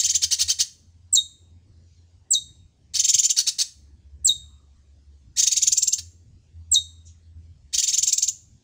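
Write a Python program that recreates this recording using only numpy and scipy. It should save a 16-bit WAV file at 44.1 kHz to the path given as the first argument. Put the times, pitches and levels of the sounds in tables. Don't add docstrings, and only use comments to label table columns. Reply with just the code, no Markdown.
import sys
import numpy as np
from scipy import signal
from scipy.io import wavfile
from scipy.ndimage import uniform_filter1d

SR = 44100
rng = np.random.default_rng(int(sys.argv[2]) if len(sys.argv) > 2 else 0)


def bounce(signal):
    frames = np.transpose(np.atleast_2d(signal))
    limited = np.clip(frames, -1, 1)
    pcm = np.round(limited * 32767).astype(np.int16)
    wavfile.write(sys.argv[1], SR, pcm)


N = 380583


def gain_of(db):
    return 10 ** (np.asarray(db) / 20)


def evened(x):
    return x / np.sqrt(np.mean(x ** 2) + 1e-20)


def read(points, hz):
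    f, value = np.transpose(points)
    return np.interp(np.log(hz + 1), np.log(f + 1), value)


def add(mix, s, sound):
    at = round(s * SR)
    sound = sound[max(-at, 0):]
    part = mix[max(at, 0):][:len(sound)]
    part += sound[:len(part)]


def wobble(n, hz):
    pad = round(SR / hz)
    noise = rng.standard_normal(n + 2 * pad)
    twice = uniform_filter1d(uniform_filter1d(noise, pad), pad)
    return evened(twice)[pad:-pad]


# (top of the arch [s], length [ms], whistle level before the throat [dB], starting pitch [Hz])
TRILL_NOTES = [(0.004, 49.6, -17, 1770), (0.057, 56, -18.5, 1775), (0.106, 42.3, -18, 1750),
               (0.159, 37.6, -16, 1790), (0.24, 39.5, -20.5, 1507), (0.334, 45.5, -19.5, 1476),
               (0.416, 53.7, -21, 1497), (0.508, 51, -21, 1470), (0.612, 43.2, -21, 1474),
               (2.964, 45.7, -25, 1494), (3.002, 32, -14, 1996), (3.051, 31, -14.5, 1998),
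               (3.091, 27, -15.5, 1963), (3.103, 28.8, -13.5, 2026), (3.148, 32, -13.5, 1970),
               (3.195, 36.4, -13, 2073), (3.241, 25, -17.5, 1978), (3.256, 26, -13.5, 2065),
               (3.308, 30.8, -14, 1998), (3.387, 39, -19, 1517), (3.405, 21, -23, 1555),
               (3.485, 35, -19.5, 1476), (3.597, 23.2, -23, 1447), (3.615, 29, -20, 1465),
               (5.39, 42.2, -19, 1768), (5.402, 30.3, -16.5, 1723), (5.437, 27.8, -14.5, 1791),
               (5.478, 22.6, -12.5, 1844), (5.527, 29.7, -15, 1933), (5.577, 33.5, -14.5, 1985),
               (5.632, 34.6, -13.5, 2080), (5.679, 26, -11, 2155), (5.73, 25.4, -11, 2394),
               (5.782, 27.8, -11.5, 2423), (5.834, 23.4, -11, 2583), (5.883, 21, -11, 2523),
               (5.939, 26, -12.5, 2694), (5.991, 21, -30.5, 1513), (7.752, 38, -21, 1670),
               (7.787, 21.8, -17, 1767), (7.801, 18.7, -16, 1831), (7.842, 36, -18, 1780),
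               (7.886, 31.6, -15.5, 1990), (7.905, 21.3, -22, 1896), (7.944, 38.7, -17.5, 1873),
               (7.986, 29, -14, 2080), (8.036, 24, -13, 2170), (8.08, 28.5, -13.5, 2185),
               (8.095, 19, -17, 2080), (8.134, 25.3, -10.5, 2235), (8.185, 18, -12.5, 2323),
               (8.231, 21.4, -12, 2340), (8.244, 15.3, -17.5, 2290), (8.289, 28.2, -14, 2377)]
# (time [s], share heard side-on [0-1])
HEAD_TURNS = [(0, 0.93), (3.33, 0.84), (3.35, 0.1), (6.5, 0), (7.5, 0.9), (8.0, 0.44), (8.3, 0.15)]
# (centre [Hz], width [Hz], lift [dB])
SIDE_RING = (3100, 110, 8.8)
FRONT_RING = (3100, 370, -4)


def trills():
    out = np.zeros(N)
    for row in TRILL_NOTES:
        add(out, *voiced(*row))
    side = np.clip(np.interp(np.arange(N) / SR, *np.transpose(HEAD_TURNS)), 0, 1)
    return throat(side * out, SIDE_RING) + throat((1 - side) * out, FRONT_RING)


# (starting pitch [Hz], whistle top [Hz], rasp top [Hz], rasp against whistle [dB],
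#  share of the note spent rising [0-1], lingering on the foot [power of the climb], slackness [0-1])
VOICE_BY_PITCH = [(1510, 6150, 3040, 10.5, .62, .9, 0.94), (1781, 7300, 3300, 3.5, 0.72, 2.4, .3),
                  (2054, 7300, 3200, 0.5, .6, 2.0, 0.1), (2260, 7350, 3100, -7, 0.69, 4.1, 0.2),
                  (2770, 7400, 3100, -7, 0.99, 3.6, 0.08)]


def voiced(s, length_ms, level_db, start_hz):
    starts, *columns = np.transpose(VOICE_BY_PITCH)
    top_hz, rasp_hz, rasp_db, share, linger, slack = (np.interp(start_hz, starts, c) for c in columns)
    rise_ms, fall_ms = share * length_ms, (1 - share) * length_ms
    return note(s, rise_ms, fall_ms, top_hz, level_db, level_db + rasp_db,
                start_hz, rasp_hz, linger, np.clip(slack, 0, 1))


FOOT_DB = -12.5


def note(s, rise_ms, fall_ms, top_hz, whistle_db, rasp_db, start_hz, rasp_hz, linger, slack):
    rise = np.arange(-1, 0, 1000 / SR / max(rise_ms, 1))
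    fall = np.arange(0, 1, 1000 / SR / max(fall_ms, 1))
    u = np.concatenate([rise, fall])
    n, bow, rising = len(u), np.cos(np.pi / 2 * u), u < 0
    arch = bow ** np.where(rising, linger, 1.1)
    rough = np.where(rising, arch, 1)

    hz = (start_hz + (top_hz - start_hz) * arch) * (1 + (0.014 + 0.095 * slack) * wobble(n, 900))
    phase = 2 * np.pi * np.cumsum(hz) / SR
    whistle = np.sin(phase) + np.sin(2 * phase)
    whistle *= 1 + 0.22 * wobble(n, 1700)
    whistle *= np.where(rising, arch ** 1.2, bow ** 2.8)

    pitch = (start_hz + (rasp_hz - start_hz) * arch) * (1 + .04 * rough * wobble(n, 800))
    turns = 2 * np.pi * (np.cumsum(pitch) / SR + rng.random())
    pulses = sum(np.cos(k * turns + .7 * k * k) * (k * pitch < SR / 2.3) for k in range(1, 10))
    pulses *= 1 + 1.8 * slack * np.cos(turns / 2)
    unsteady = evened(pulses) * (1 + 2.5 * rough * wobble(n, 1200))
    air = (0.14 + 0.35 * slack) * rough * rng.standard_normal(n)
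    swell = bow ** np.where(rising, 1.3 - .5 * slack, .9)
    rasp = evened(unsteady + air) * swell * gain_of(1.4 * wobble(n, 230))

    foot = 1.2 * (1 - 0.21 * slack) * np.cos(turns) + np.cos(2 * turns)
    foot += 0.77 * slack * np.cos(turns / 2)
    foot *= np.sin(np.pi * np.clip(-u, 0, 1))
    rough_voice = gain_of(rasp_db) * (rasp + gain_of(FOOT_DB) * foot)
    return s - rise_ms / 1000, np.sqrt(2) * gain_of(whistle_db) * whistle + rough_voice


# (frequency [Hz], level [dB])
THROAT_COLOUR = [(450, -55), (800, -34.5), (1300, -35.5), (2500, -20.5), (3400, -13), (5200, -4),
                 (6300, -4), (7400, -6), (8300, -11), (10500, -17), (16000, -26.5)]
# (centre [Hz], width [Hz], lift [dB])
PIPE_RESONANCES = [(740, 200, 7), (1820, 250, 9), (3760, 300, 8.5), (4414, 280, 7.5), (6340, 180, 3.5),
                   (6600, 250, 3.5), (7330, 350, 3.5)]


def throat(x, ring):
    hz = np.linspace(0, SR / 2, 1025)
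    lift_db = sum(db / (1 + (2 * (hz - f) / width) ** 2) for f, width, db in PIPE_RESONANCES + [ring])
    taps = signal.firwin2(1023, hz, gain_of(read(THROAT_COLOUR, hz) + lift_db), fs=SR)
    return signal.oaconvolve(x, taps, "same")


# (break of the high voice [s], high voice level [dB], low voice level [dB], speed [factor])
CHIRPS = [(1.158, -15, -16.5, 0.97), (2.338, -16, -16.5, 0.94), (4.278, -14.5, -16, 0.94),
          (6.745, -15, -15.5, 1)]
# (time from the break at speed 1 [ms], pitch [Hz], level against its voice [dB])
HIGH_VOICE = [(-33, 8750, -29.5), (-27.5, 8370, -1), (-23.5, 7800, -5.5), (-12.5, 7500, 0.5),
              (-5.5, 7350, -2.5), (5, 5410, -5), (4, 5300, -21)]
LOW_VOICE = [(-7, 11000, -34), (-2.5, 4600, -8.5), (2.5, 4200, -6), (11.5, 3900, -7.5), (16.5, 3750, 0.5),
             (33, 3720, -3.5), (43, 4000, -20.5)]
HIGH_OVERTONES = [-27.5]
LOW_OVERTONES = [-22.5, -25, -35.5]
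# (time from the break at speed 1 [ms], centre [Hz], level against the low voice [dB])
AIR_FUZZ = [(-21, 4100, -44.5), (-11.5, 4100, -36), (-6.5, 4500, -38.5), (-1.5, 9700, -23.5),
            (0, 9400, -22), (9.5, 13000, -25.5), (20.5, 3900, -38)]


def chirps():
    out = np.zeros(N)
    for s, high_db, low_db, speed in CHIRPS:
        def placed(shape, db):
            return [(s + ms / speed / 1000, hz, db + d) for ms, hz, d in shape]

        add(out, *glide(placed(HIGH_VOICE, high_db), HIGH_OVERTONES))
        add(out, *glide(placed(LOW_VOICE, low_db), LOW_OVERTONES))
        add(out, *glide(placed(AIR_FUZZ, low_db), waver=.09, flutter_db=5, rate_hz=860))
    return out


def glide(rows, overtones=(), waver=.004, flutter_db=2.0, rate_hz=300):
    s, hz, db = np.transpose(rows)
    t = np.arange(s[0], s[-1], 1 / SR)
    pitch = np.interp(t, s, hz) * (1 + waver * wobble(len(t), rate_hz))
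    phase = 2 * np.pi * (np.cumsum(pitch) / SR + rng.random())
    tone = np.sin(phase)
    for k, overtone_db in zip(range(2, 6), overtones):
        tone = tone + gain_of(overtone_db) * np.sin(k * phase)
    level = gain_of(np.interp(t, s, db) + flutter_db * wobble(len(t), rate_hz))
    return s[0], np.sqrt(2) * level * tone * signal.windows.tukey(len(t), .1)


# (delay [ms], level against the direct sound [dB])
EARLY_ECHOES = [(1.3, -15.5), (3.1, -9.5), (5.2, -9.5), (8.0, -9.5), (11.5, -15)]


def yard(x, tail_db):
    early = np.zeros(2000)
    early[0] = 1
    for ms, db in EARLY_ECHOES:
        early[round(ms * SR / 1000)] = gain_of(db)
    turn = np.arange(N) / SR * 2 * np.pi * 3.1
    late = sum(tail(x * np.sqrt(2 / 3) * np.cos(turn + k * np.pi / 3)) for k in range(3))
    return signal.oaconvolve(x, early / np.linalg.norm(early))[:N] + gain_of(tail_db) * late


# (frequency [Hz], t60 [s])
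YARD_DECAY = [(500, 0.22), (2000, 0.26), (4000, 0.18), (7500, 0.22), (11000, 0.24), (16000, 0.11)]
LINGER_DB, LINGER_T60_S = -15, 0.54


def tail(x, start_ms=6):
    taps, first = np.zeros(SR), round(start_ms * SR / 1000)
    at = np.arange(first, SR - 16, 16)
    taps[at + rng.integers(0, 16, len(at))] = rng.choice([-1., 1.], len(at))
    hz, t, z = signal.stft(taps, SR, nperseg=128)
    decay = gain_of(-60 * t / read(YARD_DECAY, hz)[:, None])
    linger = gain_of(LINGER_DB - 60 * t / LINGER_T60_S)
    dying = signal.istft(z * (decay + linger), SR, nperseg=128)[1]
    return signal.fftconvolve(x, dying / np.linalg.norm(dying))[:N]


# (time [s], pitch [Hz], level before the distance mix [dB])
FAR_CHIP = [(7.047, 5040, -76), (7.056, 6160, -53), (7.064, 6070, -55), (7.07, 4480, -61),
            (7.08, 3090, -64.5)]
# (time [s], pitch [Hz], level before the distance mix [dB])
FAINT_TONE = [(4.42, 1156, -84), (4.5, 1148, -79), (4.57, 1138, -78.5), (4.61, 1119, -81.5),
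              (4.64, 1115, -83.5)]


def far_calls():
    far = np.zeros(N)
    add(far, *glide(FAR_CHIP, waver=0.12, flutter_db=4.5, rate_hz=1100))
    add(far, *glide(FAINT_TONE, waver=0.097, flutter_db=3.5, rate_hz=210))
    return 0.35 * far + tail(far)


# (start [s], length [s], pitch [Hz], first level [dB], last level [dB])
HUM_STRETCHES = [(0.021, 0.63, 82.5, -53, -56.5), (0.652, 2.07, 85.04, -57.5, -61),
                 (3.72, 1.75, 70.87, -53, -57.5), (5.97, 0.45, 84.4, -47.5, -59),
                 (6.518, 1.08, 82.47, -48, -51.5)]
HUM_RISE_S, HUM_FALL_S, HUM_EDGE_DB = 0.017, 0.025, -18


def hum():
    out = np.zeros(N)
    for s, length, hz, first_db, last_db in HUM_STRETCHES:
        end = s + length
        rows = [(s, hz, first_db + HUM_EDGE_DB), (s + HUM_RISE_S, hz, first_db),
                (end - HUM_FALL_S, hz, last_db), (end, hz, last_db + HUM_EDGE_DB)]
        add(out, *glide(rows, [-26, -30], waver=0.005, flutter_db=4.5, rate_hz=36))
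    return out


# (time [s], level at the start of the decay [dB], pitch [Hz], t60 [s])
THUMPS = [(1.135, -25.5, 231, 0.011), (3.153, -34.5, 106, 0.054), (4.255, -35, 180, 0.025),
          (6.724, -42, 198, 0.048), (7.639, -42, 70, 0.28), (7.749, -43, 62.6, 0.27)]


def thumps():
    out, t = np.zeros(N), np.arange(SR // 2) / SR
    for s, db, hz, t60 in THUMPS:
        fade_in = np.minimum(t * hz * 2, 1)
        add(out, s, gain_of(db - 60 * t / t60) * np.sin(2 * np.pi * hz * t) * fade_in)
    return out


# (frequency [Hz], relative density [dB per Hz])
FLOOR_SHAPE = [(13, -64.5), (22, -34), (32, -20.5), (61, 1), (80, -0.5), (94, -16), (150, -21.5),
               (233, -23), (477, -37), (1280, -47.5), (3950, -46), (4790, -45), (6840, -46), (10300, -58.5),
               (15600, -72.5)]
FLOOR_DB = -57.5
# (time [s], low noise [relative dB], noise around 5 kHz [relative dB])
LEVEL_DRIFT = [(0, -3, 2), (.9, -0.5, 1), (1.601, -0.5, -2), (1.95, -4.5, 9), (2.2, -1, -1.5),
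               (2.798, 0.5, -0.5), (3.298, -3.5, 4), (3.901, 1.5, -1.5), (4.6, 1.5, 1), (5.1, -1, 1),
               (5.6, -3, 3.5), (6.1, -0.5, -2.5), (6.403, -0.5, 3), (6.999, -1.5, -0.5), (7.399, 2, 1.5),
               (7.702, -1, 3.5), (8.1, -3.5, 2.5), (8.63, 3.5, 6)]


def background():
    frames, hz = N // 256 + 5, np.fft.rfftfreq(1024, 1 / SR)
    a, b, patches = rng.standard_normal((frames, 513, 3)).T
    patches = evened(uniform_filter1d(uniform_filter1d(patches, 8, 0), 14, 1))
    t = np.arange(frames) * 256 / SR
    s, low_db, high_db = np.transpose(LEVEL_DRIFT)
    low = 1 / (1 + (hz / 400) ** 4)
    high = np.exp(-(np.log((hz + 1) / 5000) / 0.51) ** 2)
    drift = np.outer(low, np.interp(t, s, low_db)) + np.outer(high, np.interp(t, s, high_db))
    still = gain_of(read(FLOOR_SHAPE, hz))[:, None]
    z = (a + 1j * b) * still * gain_of((3.0 + 0.99 * low[:, None]) * patches + drift)
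    return gain_of(FLOOR_DB) * evened(signal.istft(z, nperseg=1024, noverlap=768)[1][:N])


def scene():
    birds = yard(trills() + chirps(), tail_db=-13.5) + far_calls()
    return (birds + hum() + thumps() + background())[None]


def coloured(x, points, count):
    hz = np.linspace(0, SR / 2, 2 * count + 3)
    return signal.oaconvolve(x, signal.firwin2(count, hz, gain_of(read(points, hz)), fs=SR), "same")


# (frequency [Hz], level [dB])
MICROPHONE = [(30, -12.5), (60, 1), (8000, 1.5), (10500, -6), (12600, -16.5), (14000, -7.5), (15200, 7)]
EDGE_HZ = 15650


def record(dry):
    soft = 0.88 * np.tanh(coloured(dry[0], MICROPHONE, count=4095) / 0.83)
    band_limit = signal.firwin(511, EDGE_HZ, window=("kaiser", 9), fs=SR)
    return signal.oaconvolve(soft, band_limit, "same")[None]


dry = scene()
out = record(dry)
bounce(out)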